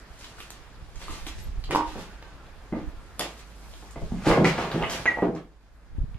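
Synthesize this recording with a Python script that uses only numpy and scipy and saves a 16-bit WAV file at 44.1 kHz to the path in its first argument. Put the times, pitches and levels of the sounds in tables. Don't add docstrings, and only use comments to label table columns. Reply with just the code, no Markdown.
import sys
import numpy as np
from scipy import signal
from scipy.io import wavfile
from scipy.ndimage import map_coordinates

SR = 44100
rng = np.random.default_rng(int(sys.argv[2]) if len(sys.argv) > 2 else 0)


def boost_factor(decibels):
    exponent = np.asarray(decibels, float) / 20
    return 10 ** exponent


def log_audio(samples):
    frames = np.atleast_2d(samples).T
    limited = np.clip(frames, -1, 1)
    pcm = np.round(limited * 32767).astype(np.int16)
    wavfile.write(sys.argv[1], SR, pcm)


N = 272582

# time in seconds, strength in dB, centre of the modes struck in Hz,
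# spread in octaves.
KNOCKS = [(1.013, -35, 935, 0.088), (1.082, -20.5, 1200, 0.13), (1.091, -26.5, 300, 0.31),
          (1.266, -25, 324, 0.22), (1.691, -32, 900, 1.1), (1.699, -20, 332, 0.32), (1.718, -15, 356, 0.39),
          (1.727, -17.5, 400, 0.44), (1.738, -22, 320, 0.24), (1.956, -25, 380, 0.81),
          (1.98, -28.5, 300, 0.84), (2.724, -8.5, 270, 0.33), (2.726, -12, 680, 0.3), (2.735, -22, 610, .6),
          (2.75, -29.5, 1000, 0.72), (2.726, -30, 2000, 0.49), (2.769, -14, 302, 0.23),
          (3.1955, -31.5, 686, 0.74), (3.2022, -19, 790, 0.56), (3.219, -26, 577, 0.77),
          (3.826, -37.5, 500, 1.2), (3.959, -27, 347, 2.04), (4.017, -27.5, 247, 1.5),
          (4.118, -30, 685, 0.4), (4.12, -11.5, 214, 0.43), (4.256, -22.5, 900, 0.53),
          (4.267, -5.5, 258, 1.3), (4.286, -13.5, 500, 1), (4.301, -10, 454, 1.5), (4.312, -8.5, 1300, 0.7),
          (4.322, -10.5, 610, 0.67), (4.333, -13.5, 1000, 1.2), (4.344, -13, 395, 1.7),
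          (4.374, -6, 400, 1.3), (4.3822, -12, 350, 0.84), (4.388, -28, 204, 1), (4.396, -7.5, 258, 0.76),
          (4.406, -8, 260, 1.07), (4.42, -9, 238, 0.9), (4.431, -13, 200, 0.68), (4.445, -9.5, 500, 0.65),
          (4.584, -15, 590, 1.4), (4.744, -13, 203, 1.24), (4.756, -13, 330, 0.62),
          (4.82, -16.5, 560, 0.64), (4.8274, -19, 797, 0.77), (5.056, -17, 636, 0.86),
          (5.172, -20, 670, 0.42), (5.186, -16, 680, 0.61), (5.2228, -3, 376, 0.6),
          (5.2278, -14, 1000, 0.39), (5.233, -14.5, 596, 0.57), (5.245, -14.5, 553, 0.52),
          (5.289, -15.5, 220, 0.74), (5.349, -28.5, 250, 1.7)]
# pitch in Hz, relative level in dB, t60 in seconds.
BOARD_MODES = [(139.4, 7, 0.093), (157, 3.5, 0.17), (172.4, 1.5, 0.22), (200.4, 3.5, 0.074),
               (236.3, 3.5, 0.078), (292, 3, 0.081), (334, 1, 0.067), (382, 5, 0.056), (423, 3.5, 0.068),
               (500, 5.5, 0.022), (560, 10, 0.018), (673, 4.5, 0.071), (777, 7, 0.024), (870, 7, 0.015),
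               (947, 0.5, 0.072), (1069, 3, 0.04), (1200, 3, 0.031), (1300, -11, 0.0153),
               (1440, -2.5, 0.053), (1635, -1, 0.033), (1890, -7.5, 0.022), (2050, 7.5, 0.025),
               (2460, -2.5, 0.021)]
# time in seconds, rms drive into the modes in dB.
DRAG = [(0, -105), (0.6, -101.5), (0.95, -100), (1.15, -112), (1.7, -109), (2.0, -106), (2.15, -106),
        (3.3, -109), (3.6, -105), (4.0, -120), (4.15, -86.5), (4.43, -77), (4.56, -85.5), (4.6, -78),
        (4.7, -71.5), (4.73, -97), (4.89, -108), (4.95, -76), (5.05, -105), (6.18, -112)]
KNOCK_SHARE_DB = -12.5
BOARD_CUT_HZ, SOLE_CUT_HZ = 130.5, 3200
THUD_DB, THUD_CYCLES, THUD_CUT_HZ = -6, 2, 1400

# time of the peak in seconds, level of the crumbs at 4 kHz in dB,
# seconds to rise 20 dB, seconds to fall 20 dB (both at least 1 ms when used), brightness in dB per octave.
CRUNCHES = [(0.0, -53, .01, -0.0478, 14), (0.191, -60, -0.14, 0.07, 3), (0.246, -63.5, 0.2, 0.24, 0.5),
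            (0.406, -56.5, 0.08, 0.08, 1.5), (0.505, -70.5, 0.47, 0.8, -1.5), (0.96, -58, .002, .012, 2),
            (1.025, -60, 0.1, 0.22, -0.5), (1.133, -56, 0.21, 0.24, 0.5), (1.268, -50, .003, .025, 0),
            (1.27, -64, 0.15, 0.55, 0), (1.383, -55, -0.01, 0.03, 2.5), (1.646, -48, -0.1663, -0.08, 6),
            (1.71, -39.5, 0.0049, 0.0252, -4), (1.75, -41, 0.002, 0.025, -2), (1.868, -61, 0.2, 0.4, -3),
            (1.995, -57, 0.11, 0.09, -0.5), (2.258, -78, 0.7, 1.5, -5.5), (2.748, -72, -0.4, 0.3, -6),
            (3.21, -47.5, 0.0221, 0.085, -1), (3.4, -64, 0.4, 0, 2), (3.748, -67, 0.5, 0.3, 5),
            (4.14, -68, 0.56, 1, 2.5), (4.268, -43.5, 0.0377, 0.16, -4), (4.446, -40, 0.004, 0.07, -3.5),
            (4.47, -49, 0.0333, 0.1058, -5), (4.591, -49.5, 0.09, 0.1257, -6),
            (4.718, -56, 0.0161, 0.1131, -4), (4.835, -64.5, 0.45, 0.3252, -9),
            (4.898, -48, -0.08, 0.1728, 0.5), (4.944, -51.5, 0.1, .1, -0.5),
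            (5.059, -66.5, -0.07, 0.17, -11.5), (5.36, -59.5, -0.02, 0.03, -4.5),
            (6.18, -58.5, -0.02, 4, -3.5)]
GRIT_FLOOR_DB, GRIT_FLOOR_TILT_DB = -93.5, 1
GRIT_KNEE_HZ, GRIT_TOP_DB = 6560, -10.5

# time in seconds, level of the ring in dB, pitch in Hz,
# t60 in seconds, bare crack against the ring in dB.
SNAPS = [(0.211, -27, 2850, 0.001, -7), (0.244, -24.5, 3530, 0.0015, -27), (0.325, -41, 2940, 0.002, -10),
         (0.384, -33, 1370, 0.01, -8.5), (0.4038, -19, 3000, 0.001, -3.5),
         (0.5046, -27, 8700, 0.00085, 12.5), (0.9577, -30.5, 6520, 0.0015, -11),
         (1.017, -23, 2520, 0.0013, -12.5), (1.2665, -19, 3700, 0.0025, -3),
         (1.640, -23, 4260, 0.0022, -3.5), (1.6726, -46, 3130, 0.0016, -6), (1.7028, -30, 3070, 0.001, -9),
         (1.7487, -18, 4300, 0.00084, -12), (1.7585, -22, 4900, 0.002, -23.5), (1.96, -41, 2130, .002, -12),
         (2.226, -23, 2520, 0.00086, -10), (2.466, -38, 3630, 0.0015, -5),
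         (3.1939, -13, 11100, 0.00069, 6.5), (3.1956, -11.5, 5000, 0.0015, 1.5),
         (3.2095, -10.5, 3130, 0.001, -7), (3.2185, -24, 4460, 0.0022, -5),
         (3.738, -30.5, 3440, 0.0025, -16), (3.861, -43, 6000, .002, -4),
         (3.9095, -27.5, 8000, 0.00091, -25), (4.2575, -28, 2500, 0.0011, -5.5),
         (4.303, -13, 3530, 0.0012, 4), (4.446, -8, 1990, 0.0042, -14.5), (4.452, -9, 2000, .008, -15.5),
         (4.459, -12.5, 2290, 0.0071, -12), (4.58, -16.5, 2320, 0.0028, -3),
         (4.7155, -18.5, 3800, 0.0019, 1), (4.717, -28, 1620, 0.024, -20),
         (4.825, -16.5, 2800, 0.0046, -11), (4.836, -15.5, 2050, 0.012, -18),
         (4.843, -24.5, 2930, 0.011, -13.5), (4.933, -16, 3000, 0.0025, -10.5),
         (4.8971, -14, 3000, 0.00058, -24), (5.0573, -21.5, 2300, 0.0088, -10),
         (5.352, -32, 6120, 0.00086, -14), (6.145, -39, 2960, 0.0018, -4)]
SPLINTER_S, SPLINTER_DB = 0.0055, -5

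# pitch in Hz, relative level in dB, t60 in seconds.
LOW_SHARD_MODES = [(312.5, -6, 0.4), (540, -16, .2), (802, -11, 0.25), (868, -11, 0.15), (937, -7, 0.32),
                   (996, -10, 0.15), (1000, 6, 0.03), (1061, -10, 0.22), (1136, -12, 0.12),
                   (1450, -8, 0.03), (2560, -12, 0.02)]
HIGH_SHARD_MODES = [(1680, 2, 0.05), (1850, -3, .04), (1922, -14, 0.2), (2110, 2, 0.05), (2309, -6, 0.1),
                    (2730, -16, .03), (3900, -20, .08), (6500, -12, .08)]
# time in seconds, strength in dB, centre of the modes struck in Hz.
LOW_BLOWS = [(1.7488, -8, 950), (1.7592, -6, 1100), (1.779, -15, 1000), (1.7935, -15, 900),
             (1.8085, -15, 1000), (1.832, -21, 850)]
HIGH_BLOWS = [(5.0564, -14, 1900), (5.061, -9, 1900), (5.069, -16, 2100), (5.1005, -20.5, 1980)]
BLOW_SHARE_DB = -10.5
BLOW_SPREAD_OCTAVES, BLOW_CUT_HZ = 2.2, 4300
# time in seconds, pitch in Hz, level in dB.
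SQUEAK = [(5.073, 2040, -40), (5.0765, 2000, -13), (5.085, 1955, -13.5), (5.091, 1925, -15),
          (5.096, 1895, -23), (5.105, 1900, -36), (5.11, 1925, -24), (5.119, 1925, -24), (5.124, 1925, -32),
          (5.137, 1935, -34), (5.142, 1930, -27), (5.16, 1925, -31), (5.175, 1920, -40), (5.2, 1925, -35),
          (5.25, 1925, -46)]
SHARD_LEFT_DB = -1

# frequency in Hz, t60 in seconds, relative level in dB.
ROOM = [(100, 0.33, -4), (300, 0.38, -1.5), (1000, 0.29, -0.5), (3000, 0.25, 5.5), (8000, 0.15, 4.5),
        (14060, 0.15, 1)]
# frequency in Hz, correlation.
LIKENESS = [(60, 1), (250, 0.96), (500, 0.89), (1000, 0.72), (2000, 0.32), (4000, 0.049), (12000, 0.039)]
SNAP_ROOM_DB = -5
SHARD_ROOM_DB, SQUEAK_ROOM_DB = -6.5, -16
# time in seconds, lag of the right port in seconds (negative leads).
RIGHT_LAG = [(0, .00009), (1.3, .00009), (1.6, -.00009), (2.3, -.00007), (2.6, .00007), (3.7, .00008),
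             (4.2, .00003), (5.0, .00006), (6.18, .00006)]

# time in seconds, level in dB.
DRAUGHT = [(0, -50), (0.7, -51), (1.1, -39.5), (1.9, -42.5), (2.2, -47), (2.7, -48.5), (2.86, -35.5),
           (2.98, -41.5), (3.3, -58), (3.8, -50.5), (4.2, -41.5), (4.6, -68.5), (5.2, -48), (5.6, -57.5),
           (6.18, -39.5)]
# time of the peak in seconds, level in dB.
PUFFS = [(0.81, -39.5), (0.95, -44.5), (1.099, -40.5), (1.389, -32), (1.481, -32.5), (1.56, -34),
         (1.691, -36.5), (1.98, -44), (2.74, -47), (3.84, -61), (4.041, -33), (4.13, -35), (4.3, -25.5),
         (4.53, -44.5), (4.84, -33), (5.951, -29.5), (6.01, -24.5), (6.14, -32)]
PUFF_RISE_S, PUFF_FALL_S = 0.056, 0.11
PORT_CUT_HZ, PORTS_LEFT_DB = 39.3, -1.6
# time in seconds, peak in dB, length in seconds, left over right in dB.
JOLTS = [(1.391, -28, .012, 0), (1.465, -32, .02, 0), (1.48, -31, .014, 0), (1.495, -31, .012, 0),
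         (5.934, -38, .016, 0), (5.957, -36, .018, 0), (5.9852, -29, .004, 14), (5.9872, -23.5, .011, 14),
         (6.006, -33, .012, -10), (6.019, -27, .009, -12), (6.034, -32, .0055, 12), (6.0414, -24, .007, 12),
         (6.1525, -28, .009, -10)]

# frequency in Hz, relative density in dB per Hz.
HUSH = [(60, -6.5), (120, -4), (250, -9), (500, -12), (900, -13), (1500, -13.5), (2500, -21.5),
        (4500, -24.5), (8000, -33.5), (12000, -35), (15500, -54)]
# time in seconds, level in dB.
HUSH_LEVEL = [(0, -48.5), (1, -51.5), (2, -49.5), (3, -49.5), (4, -49), (5.0, -38.5), (5.3, -50.5),
              (5.5, -60.5), (6.18, -54.5)]
# time in seconds, level in dB.
HUM_LEVEL = [(0, -53.5), (2.0, -48.5), (2.4, -48.5), (3.1, -49), (3.9, -43.5), (5.0, -48), (5.5, -53),
             (6.18, -49)]
HUM_HZ = 52.4
# time in seconds, pitch in Hz, level in dB.
WHINES = [
    [(1.38, 11600, -87), (1.4, 11600, -66), (1.44, 11450, -56), (1.5, 11500, -80)],
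    [(2.04, 1480, -75), (2.1, 1495, -62), (2.25, 1560, -63), (2.38, 1487, -58), (2.43, 1300, -58),
     (2.48, 1350, -76)],
    [(2.9, 1360, -69), (2.98, 1366, -62.5), (3.1, 1360, -65), (3.18, 1360, -92)],
]

LEFT_DB, TOP_HZ = -0.36, 13400


def boards():
    s, knock_db, centre_hz, spread = np.transpose(KNOCKS)
    octaves = np.log2(np.array(BOARD_MODES)[:, 0] / centre_hz[:, None])
    chance_db = rng.normal(0, 2.5, octaves.shape)
    off_centre_db = -6 * (octaves / spread[:, None]) ** 2
    strengths_db = knock_db[:, None] + KNOCK_SHARE_DB + off_centre_db + chance_db
    mutter = boost_factor(in_time(DRAG)[0]) * rms_one(grains(1500, spread_db=6.5))
    signs = np.where(np.arange(len(BOARD_MODES)) % 3 == 2, -1, 1)
    radiating = signal.butter(4, BOARD_CUT_HZ, "high", fs=SR, output="sos")
    soft = signal.butter(2, SOLE_CUT_HZ, fs=SR, output="sos")
    ringing = strike(BOARD_MODES, s, strengths_db, mutter, signs)
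    return signal.sosfilt(np.vstack([radiating, soft]), ringing)


def thuds():
    out, click = np.zeros(N), signal.unit_impulse(4000)
    for s, knock_db, hz, _ in KNOCKS:
        at = round(s * SR)
        out[at:at + 4000] -= boost_factor(knock_db + THUD_DB) * ring(click, hz, THUD_CYCLES / hz)
    return lowpass(out, THUD_CUT_HZ)


def grit():
    s, level_db, rise_s, fall_s, tilt_db = np.transpose(CRUNCHES)
    crumbs = grains(14000, spread_db=5.0)
    pitches_hz = np.geomspace(700, 13500, 24)
    dealt = rng.integers(0, len(pitches_hz), N)
    swell, out = swells(s, rise_s, fall_s), 0
    for k, hz in enumerate(pitches_hz):
        octaves = np.log2(hz / 4000)
        power = boost_factor(level_db + tilt_db * octaves) ** 2 @ swell
        power = power + boost_factor(GRIT_FLOOR_DB + GRIT_FLOOR_TILT_DB * octaves) ** 2
        top_loss = boost_factor(GRIT_TOP_DB * max(np.log2(hz / GRIT_KNEE_HZ), 0))
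        ringing = rms_one(ring(crumbs * (dealt == k), hz, 3.5 / hz))
        out = out + full_rate(power) * top_loss * ringing
    return out


def snaps():
    out, t = np.zeros(N), np.arange(2000) / SR
    chance = rng.random((len(SNAPS), 2, len(t)))
    for (s, level_db, hz, t60, crack_db), (size, born) in zip(SNAPS, chance):
        at = round(s * SR)
        crackle = (2 * size - 1) * (born < 3000 / SR)
        clicks = boost_factor(SPLINTER_DB) * crackle * np.exp(-t / SPLINTER_S)
        clicks[0] = 1
        snap = boost_factor(level_db) * (ring(clicks, hz, t60) + boost_factor(crack_db) * clicks)
        out[at:at + 2000] += snap[:N - at]
    return out


def shard(modes, blows):
    s, blow_db, centre_hz = np.transpose(blows)
    octaves = np.log2(np.array(modes)[:, 0] / centre_hz[:, None])
    off_centre_db = -6 * (octaves / BLOW_SPREAD_OCTAVES) ** 2
    chance_db = rng.normal(0, 1, octaves.shape)
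    strengths_db = blow_db[:, None] + BLOW_SHARE_DB + off_centre_db + chance_db
    return lowpass(strike(modes, s, strengths_db), BLOW_CUT_HZ)


def squeak():
    t, (hz, level_db) = np.arange(N) / SR, in_time(SQUEAK)
    sounding = (t > SQUEAK[0][0]) * (t < SQUEAK[-1][0])
    return sounding * boost_factor(level_db) * np.sqrt(2) * np.sin(2 * np.pi * np.cumsum(hz) / SR)


def room(x, count=5):
    shares = np.array([drift(8) for spot in range(count)])
    shares /= np.sqrt(np.sum(shares ** 2, axis=0))
    return sum(signal.fftconvolve((share * x)[None], reflections(), axes=1)[:, :N] for share in shares)


def reflections(build_s=0.008):
    size = SR * 2 // 3
    t, echoes = np.arange(size) / SR, 0
    for hz, band in stereo_bands(size):
        t60 = at_hz(ROOM, hz)
        per_energy = np.sqrt(6 * np.log(10) / t60 / SR)
        echoes = echoes + band * boost_factor(at_hz(ROOM, hz, axis=2) - 60 * t / t60) * per_energy
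    return echoes * (1 - np.exp(-t / build_s))


def puffs(shared=0.66):
    s, level_db = np.transpose(PUFFS)
    flow = full_rate(boost_factor(level_db) ** 2 @ swells(s, PUFF_RISE_S, PUFF_FALL_S))
    flow = flow + boost_factor(in_time(DRAUGHT)[0] + 0.79 * drift(4.9))
    common, *own = rng.standard_normal((3, N))
    noise = shared * common + (1 - shared) * 2 * np.array(own)
    low = lowpass(noise, PORT_CUT_HZ)
    low = signal.sosfilt(signal.butter(2, 20.0, "high", fs=SR, output="sos"), low)
    gain_db = 2.8 * drift(22) + PORTS_LEFT_DB * np.array([[1], [-1]])
    return flow * boost_factor(gain_db) * rms_one(low)


def jolts():
    t, out = np.arange(N) / SR, 0
    for s, peak_db, length_s, pan_db in JOLTS:
        u = np.clip(4 * (t - s) / length_s, -9, 9)
        level = boost_factor(peak_db + pan_db / 2 * np.array([[1], [-1]]))
        out = out - level * u * np.exp((1 - u ** 2) / 2)
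    return out


def hush(patchy_db=1.5):
    noise = sum(band * boost_factor(at_hz(HUSH, hz) + patchy_db * drift(12.0)) for hz, band in stereo_bands(N))
    return boost_factor(in_time(HUSH_LEVEL)[0]) * rms_one(noise)


def hum(waver=0.0467):
    level_db, out = in_time(HUM_LEVEL)[0], []
    phase = 2 * np.pi * np.cumsum(HUM_HZ * (1 + waver * drift(6.1))) / SR
    for port in range(2):
        level = boost_factor(level_db + 2.4 * drift(3.7))
        out.append(level * np.sqrt(2) * np.sin(phase + 0.43 * drift(2.2)))
    return np.array(out)


def whines(waver=0.0039):
    t, out = np.arange(N) / SR, 0
    for rows in WHINES:
        hz, level_db = in_time(rows)
        sounding = (t > rows[0][0]) & (t < rows[-1][0])
        phase = 2 * np.pi * np.cumsum(hz * (1 + waver * drift(43))) / SR
        out = out + sounding * boost_factor(level_db + 5.0 * drift(25)) * np.sqrt(2) * np.sin(phase)
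    return out


def strike(modes, times_s, strengths_db, steady=0, signs=None):
    at, out = np.round(np.asarray(times_s) * SR).astype(int), np.zeros(N)
    for k, (hz, level_db, t60) in enumerate(modes):
        drive = np.zeros(N) + steady
        drive[at] += boost_factor(strengths_db[:, k]) * (1 if signs is None else signs[k])
        out += boost_factor(level_db) * ring(drive, hz, t60)
    return out


def ring(clicks, hz, t60):
    r, w = boost_factor(-60 / (max(t60, 1e-3) * SR)), 2 * np.pi * hz / SR
    return signal.lfilter([0, np.sin(w)], [1, -2 * r * np.cos(w), r * r], clicks + 1e-18)


def grains(per_s, spread_db):
    sizes = boost_factor(spread_db * np.minimum(rng.exponential(1, N), 4)) * rng.choice([-1, 1], N)
    return sizes * (rng.random(N) < per_s * boost_factor(3 * drift(25)) / SR)


def swells(s, rise_s, fall_s):
    late_s = np.arange(0, N + 32, 32) / SR - np.reshape(s, (-1, 1))
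    rise_s, fall_s = (np.maximum(np.reshape(x, (-1, 1)), 1e-3) for x in (rise_s, fall_s))
    return boost_factor(40 * np.minimum(late_s / rise_s, -late_s / fall_s))


def full_rate(power):
    return np.interp(np.arange(N) / 32, np.arange(len(power)), np.sqrt(power))


def stereo_bands(size):
    edges_hz = 40 * 2 ** np.arange(0, 9.1, 0.5)
    white = rng.standard_normal((2, 2, size))
    for k, (low, high) in enumerate(zip(edges_hz, edges_hz[1:])):
        band = signal.butter(2, [low, high], "band", fs=SR, output="sos")
        mid, side = signal.sosfilt(band, white[k % 2])
        hz = np.sqrt(low * high)
        alike = np.clip(at_hz(LIKENESS, hz), -1, 1)
        yield hz, np.sqrt(1 + alike) * mid + np.sqrt(1 - alike) * side * [[1], [-1]]


def drift(rate_hz):
    r = np.exp(-80 * np.pi * rate_hz / SR)
    noise = rng.standard_normal(N // 40 + 2002)
    slow = signal.lfilter([1], [1, -2 * r, r * r], noise)[2000:]
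    return np.interp(np.arange(N) / 40, np.arange(len(slow)), rms_one(slow))


def lowpass(x, cut_hz):
    return signal.sosfilt(signal.butter(2, cut_hz, fs=SR, output="sos"), x)


def rms_one(x):
    return x / np.sqrt(np.mean(x ** 2) + 1e-20)


def in_time(rows):
    s, *columns = np.transpose(rows)
    return [np.interp(np.arange(N) / SR, s, c) for c in columns]


def at_hz(points, hz, axis=1):
    return np.interp(np.log(hz), np.log(np.array(points)[:, 0]), np.array(points)[:, axis])


def scene():
    floor, cracks, skid = boards() + thuds() + grit(), snaps(), squeak()
    shards = shard(LOW_SHARD_MODES, LOW_BLOWS) + shard(HIGH_SHARD_MODES, HIGH_BLOWS)
    left, right = floor + cracks + (shards + skid) * boost_factor([[SHARD_LEFT_DB], [-SHARD_LEFT_DB]])
    read_at = np.arange(N) - in_time(RIGHT_LAG)[0] * SR
    direct = np.array([left, map_coordinates(right, [read_at], order=3)])
    to_room = floor + boost_factor(SNAP_ROOM_DB) * cracks
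    to_room = to_room + boost_factor(SHARD_ROOM_DB) * shards + boost_factor(SQUEAK_ROOM_DB) * skid
    underfoot = direct + room(to_room)
    heard = underfoot + puffs() + jolts() + hush() + hum() + whines()
    return heard * boost_factor([[LEFT_DB], [-LEFT_DB]])


def top_cut(x):
    return signal.sosfilt(signal.butter(12, 15100, fs=SR, output="sos"), x)


def record(dry):
    soft = signal.sosfilt(signal.butter(3, TOP_HZ, fs=SR, output="sos"), dry)
    mix = 0.59 * np.tanh(soft / 0.8)
    return top_cut(mix)


dry = scene()
out = record(dry)
log_audio(out)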